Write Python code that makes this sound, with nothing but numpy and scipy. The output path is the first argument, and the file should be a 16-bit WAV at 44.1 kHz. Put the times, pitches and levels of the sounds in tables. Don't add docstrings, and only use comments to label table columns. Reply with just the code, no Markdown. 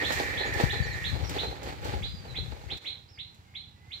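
import sys
import numpy as np
from scipy import signal
from scipy.fft import rfft, irfft
from scipy.io import wavfile

SR = 44100
rng = np.random.default_rng(int(sys.argv[2]) if len(sys.argv) > 2 else 0)


def output_pcm(signal):
    pcm = np.clip(np.atleast_2d(signal).T, -1, 1) * 32767
    wavfile.write(sys.argv[1], SR, np.round(pcm).astype(np.int16))


N = 176400
T = np.arange(N) / SR


def amp(db):
    return 10 ** (np.asarray(db) / 20)


def unit(x):
    return x / np.sqrt(np.mean(x ** 2) + 1e-20)


def curve(rows, column=1):
    rows = np.array(rows)
    return np.interp(T, rows[:, 0], rows[:, column])


def pan(db):
    return amp(np.array([[db / 2], [-db / 2]]))


def add(mix, start_s, sound):
    part = mix[..., max(round(start_s * SR), 0):][..., :sound.shape[-1]]
    part += sound[..., :part.shape[-1]]


def colour(x, eq):
    freq_hz, gain_db = np.transpose(eq)
    bin_hz = abs(np.fft.fftfreq(8192, 1 / SR))
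    bin_db = np.interp(np.log(bin_hz + 1), np.log(freq_hz + 1), gain_db)
    log_gain = np.log(amp(np.maximum(bin_db, -100)))
    taps = np.fft.ifft(np.exp(signal.hilbert(log_gain).conj())).real[:4096]
    return signal.oaconvolve(x, (taps / np.linalg.norm(taps))[None], axes=1)[:, :N]


def drift(rate_hz, count=N):
    bin_hz = np.fft.rfftfreq(count, 1 / SR)
    return unit(irfft(rfft(rng.standard_normal(count)) * np.exp(-(bin_hz / rate_hz) ** 2), count))


def stereo(three, shared):
    lag_samples = 17
    common = np.array([np.roll(three[0], lag_samples), three[0]])
    return np.sqrt(shared) * common + np.sqrt(1 - shared) * three[1:]


def grains(per_s, spread_db):
    size = amp(spread_db * np.minimum(rng.exponential(1, (3, N)), 4))
    return unit(size * rng.standard_normal((3, N)) * (rng.random((3, N)) < per_s / SR))


def blows(hits, decay_s, rise_s):
    out, t = np.zeros(N), np.arange(SR // 4) / SR
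    for start_s, level_db in hits:
        add(out, start_s, amp(level_db) * np.exp(-t / decay_s) * (1 - np.exp(-t / rise_s)))
    return out


def scatter(x, t60_s, rise_s, per_s):
    t = np.arange(SR // 2) / SR
    echoes = rng.choice([-1., 1.], (2, len(t))) * (rng.random((2, len(t))) < per_s / SR)
    envelope = amp(-60 * t / t60_s) * (1 - np.exp(-t / rise_s))
    wet = signal.fftconvolve(x[None], echoes * envelope, axes=1)
    return wet * np.linalg.norm(x) / (np.linalg.norm(wet, axis=1, keepdims=True) + 1e-12)


def cart():
    # time_s, frame_db, grit_db
    roll = [(0, -37, -55), (.115, -39.5, -47), (.13, -40, -45), (.2, -36.5, -46), (.3, -41, -53),
            (.43, -40.5, -56), (.55, -37, -55.5), (.61, -31.5, -45), (.7, -40.5, -53), (.86, -45.5, -58),
            (1.1, -50.5, -54.5), (1.16, -39.5, -59), (1.25, -42, -59.5), (1.36, -38.5, -52.5),
            (1.52, -43.5, -60), (1.61, -46, -66.5), (1.68, -39, -55), (1.8, -49, -66), (1.86, -41, -53.5),
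            (1.99, -40.5, -60), (2.1, -58.5, -63.5), (2.22, -55.5, -67), (2.27, -49, -65),
            (2.46, -55, -63.5), (2.68, -51, -66), (2.88, -57, -66), (3.07, -68, -80), (3.3, -72, -78),
            (3.37, -72, -75), (3.8, -74, -82), (4, -67.5, -66.5)]
    # start_s, level_db
    jolt_hits = [(.104, -24), (.197, -28.5), (.405, -35), (.453, -34), (.596, -28), (.727, -36),
                 (1.362, -33), (1.431, -31.5), (1.51, -37), (1.85, -35), (1.934, -33.5), (2.248, -43),
                 (2.381, -46), (2.518, -38.5), (2.715, -42.5)]
    # start_s, level_db
    snap_hits = [(.1216, -31), (.185, -42), (.536, -37.5), (1.293, -35), (1.631, -43), (1.846, -42.5),
                 (2.772, -45.5), (3.345, -59)]
    # freq_hz, gain_db
    frame_eq = [(150, -29), (250, -6.5), (296, -1.5), (332, -6), (372, 1.5), (423, -4), (476, 0.5),
                (539, -3.5), (722, -6.5), (812, 1.5), (1010, -12.5), (1100, -24), (1430, -22), (2420, -120)]
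    # freq_hz, gain_db
    rattle_eq = [(700, -11.5), (1100, -4.5), (1900, -2), (2350, -3), (2800, -8), (4400, -6), (6000, -26),
                 (8000, -26.5), (11000, -35)]
    # freq_hz, gain_db
    grit_eq = [(2500, 1.5), (4500, -0.5), (7000, 0.5), (8500, -7.5), (10500, -13.5), (12500, -7.5),
               (14200, -8.5), (15500, -16)]
    frame_db, grit_db = curve(roll, column=1), curve(roll, column=2)
    shake = amp(1.93 * drift(rate_hz=26))
    jolts = blows(jolt_hits, decay_s=0.013, rise_s=0.00042)
    frame_gain = amp(frame_db - 1.5) * shake + jolts
    rattle_gain = amp((frame_db + grit_db) / 2 + 4.5) * shake + amp(-11.5) * jolts
    snap_gain = blows(snap_hits, decay_s=0.015, rise_s=0.00057)
    frame = stereo(grains(per_s=1600, spread_db=2.5), shared=0.82) * frame_gain
    rattle = stereo(grains(per_s=3500, spread_db=1.5), shared=0.23) * rattle_gain
    grit = stereo(grains(per_s=9000, spread_db=2.0), shared=0.045) * amp(grit_db + 5.5)
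    snaps = stereo(grains(per_s=9000, spread_db=2.5), shared=0.79) * snap_gain
    rolling = colour(frame, frame_eq) + colour(rattle, rattle_eq) + colour(grit, grit_eq)
    return pan(db=-3) * rolling + pan(db=-1) * colour(snaps, grit_eq)


def squeal():
    # pitch_hz, width_hz, gain_db
    modes = [(1787, 106, 0), (1879, 73, 1.5), (2070, 55, -5), (2323, 240, -10)]
    # time_s, level_db
    rub = [(0, -33.5), (.35, -35), (.65, -35), (.85, -38), (1.09, -40), (1.16, -49.5), (1.3, -94)]
    slips = stereo(grains(per_s=2500, spread_db=1.5), shared=0.43)
    bin_hz = np.fft.rfftfreq(N, 1 / SR)
    body = sum(amp(db) / (1 + 2j * (bin_hz - hz) / width) ** 2 for hz, width, db in modes)
    return pan(db=-5) * unit(irfft(rfft(slips) * body, N)) * amp(curve(rub))


def wind():
    # time_s, level_db
    left = [(0, -39), (.17, -32), (.29, -41.5), (.6, -28), (.72, -30.5), (.81, -24), (1.0, -37),
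            (1.17, -24.5), (1.38, -34.5), (1.52, -41.5), (1.75, -35), (2.0, -26), (2.2, -35.5),
            (2.45, -31.5), (2.62, -44.5), (2.75, -34), (2.82, -78)]
    # time_s, level_db
    right = [(0, -44), (.3, -32), (.42, -44.5), (2.2, -41), (2.75, -54.5), (2.82, -69)]
    # freq_hz, gain_db
    buffet_eq = [(15, -53), (40, -6.5), (65, 2), (125, -3), (200, -14), (300, -27), (1500, -71)]
    # start_s, level_db, pitch_hz
    puffs = [(0.636, -13, 123), (0.801, -21, 108)]
    gust_db = np.array([curve(left) + 3.5 * drift(rate_hz=29.6), curve(right) + 2.9 * drift(rate_hz=13)])
    out = colour(rng.standard_normal((2, N)) * amp(gust_db - 3), buffet_eq)
    t = np.arange(SR // 10) / SR
    for start_s, level_db, pitch_hz in puffs:
        age = t * pitch_hz / 0.17
        swell = age ** 2 * np.exp(2 - age) / 2
        add(out[0], start_s, amp(level_db) * swell * np.sin(2 * np.pi * pitch_hz * t))
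    return out


def field():
    # freq_hz, gain_db
    hush_eq = [(20, -18), (60, -9), (130, 0), (220, -10), (600, -26), (820, -14.5), (1200, -23),
               (4000, -26), (10000, -42), (15500, -41.5)]
    air = stereo(rng.standard_normal((3, N)), shared=0.75)
    return pan(db=-5) * amp(-59) * colour(air, hush_eq)


def pump():
    start_s, firings_per_s, pitch_hz, rise_s = 0.02014, 14.25, 89.4, 0.0055
    out, t = np.zeros(N), np.arange(SR // 10) / SR
    thud = t / rise_s * np.exp(1 - t / rise_s) * np.sin(2 * np.pi * pitch_hz * t)
    for beat, jitter in enumerate(rng.standard_normal(130)):
        level_db = -48 + 2.4 * jitter - 8 * (beat % 2)
        add(out, start_s + beat / (2 * firings_per_s), amp(level_db) * thud)
    return pan(db=-0.5) * out


def chirps():
    # start_s, level_db
    calls = [(0.027, -28.5), (0.359, -30), (0.686, -30.5), (1.03, -29.5), (1.370, -28.5), (2.017, -33),
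             (2.345, -31), (2.691, -32), (2.846, -31), (3.175, -36.5), (3.540, -36), (3.906, -36)]
    # time_s, pitch_hz, level_db
    sweep = [(-.005, 1840, -7), (.004, 2170, -9.5), (.010, 2750, -10), (0.014, 3360, 0.5),
             (.020, 3660, -1.5), (.026, 3980, -0.5), (.034, 4113, -4), (.046, 4210, -12), (.054, 4100, -36)]
    time_s, pitch_hz, sweep_db = np.transpose(sweep)
    out, t = np.zeros((2, N)), np.arange(0, time_s[-1], 1 / SR)
    for start_s, level_db in calls:
        waver = 1 + 0.018 * drift(rate_hz=400, count=4096)[:len(t)]
        phase = 2 * np.pi * np.cumsum(np.interp(t, time_s, pitch_hz) * waver) / SR
        tone = np.sin(phase) + amp(-38.5) * np.sin(2 * phase)
        note = amp(level_db + np.interp(t, time_s, sweep_db)) * tone
        leaves = scatter(note, t60_s=0.22, rise_s=0.00085, per_s=900)
        grove = scatter(note, t60_s=0.4, rise_s=0.028, per_s=1700)
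        add(out, start_s, amp(-6) * note)
        add(out, start_s, amp(1.5) * leaves + amp(-4) * grove)
    return pan(db=-5.5) * out


def whistles():
    # start_s, length_s, first_hz, middle_hz, last_hz, level_db
    notes = [(0.457, 0.026, 6710, 6700, 6500, -48), (0.822, 0.038, 4630, 4356, 3725, -43),
             (0.831, 0.015, 6680, 6950, 6800, -51), (0.859, 0.022, 5940, 5700, 5250, -51),
             (0.895, 0.049, 4310, 4190, 3620, -44), (0.925, 0.0174, 7200, 6800, 6250, -52),
             (1.241, 0.018, 5510, 5450, 4400, -44), (1.267, 0.029, 5600, 5500, 4400, -45.5),
             (1.447, 0.052, 4004, 4140, 4200, -39.5), (2.018, 0.25, 4690, 4825, 4510, -54.5),
             (2.281, 0.052, 4120, 3980, 3750, -48.5), (3.079, 0.03, 4320, 5260, 5640, -59),
             (3.112, 0.062, 5520, 5030, 4400, -58), (3.449, 0.11, 2175, 2150, 2345, -63),
             (3.747, 0.24, 1976, 2050, 2190, -63.5)]
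    out = np.zeros((2, N))
    for start_s, length_s, first_hz, middle_hz, last_hz, level_db in notes:
        progress = np.linspace(0, 1, int(length_s * SR))
        glide_hz = np.polyval(np.polyfit([0, .5, 1], [first_hz, middle_hz, last_hz], 2), progress)
        waver = 1 + 0.008 * drift(rate_hz=90, count=16384)[:len(progress)]
        swell = np.sqrt(4 * progress * (1 - progress))
        note = amp(level_db - 1.5) * swell * np.sin(2 * np.pi * np.cumsum(glide_hz * waver) / SR)
        add(out, start_s, note)
        add(out, start_s, scatter(note, t60_s=0.23, rise_s=0.003, per_s=1300))
    return pan(db=-7.5) * out


def scene():
    dip_s, dip_width_s, dip_db = 2.8, 0.018, -9
    dip = amp(dip_db * np.exp(-((T - dip_s) / dip_width_s) ** 2))
    return dip * (chirps() + whistles() + cart() + squeal() + wind() + pump() + field())


def record(dry):
    low_cut_hz, high_cut_hz = 39.6, 15750
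    low_cut = signal.butter(3, low_cut_hz, "high", fs=SR, output="sos")
    high_cut = signal.firwin(511, high_cut_hz, window=("kaiser", 9), fs=SR)
    return signal.oaconvolve(signal.sosfilt(low_cut, dry), high_cut[None], "same")


dry = scene()
out = record(dry)
output_pcm(out)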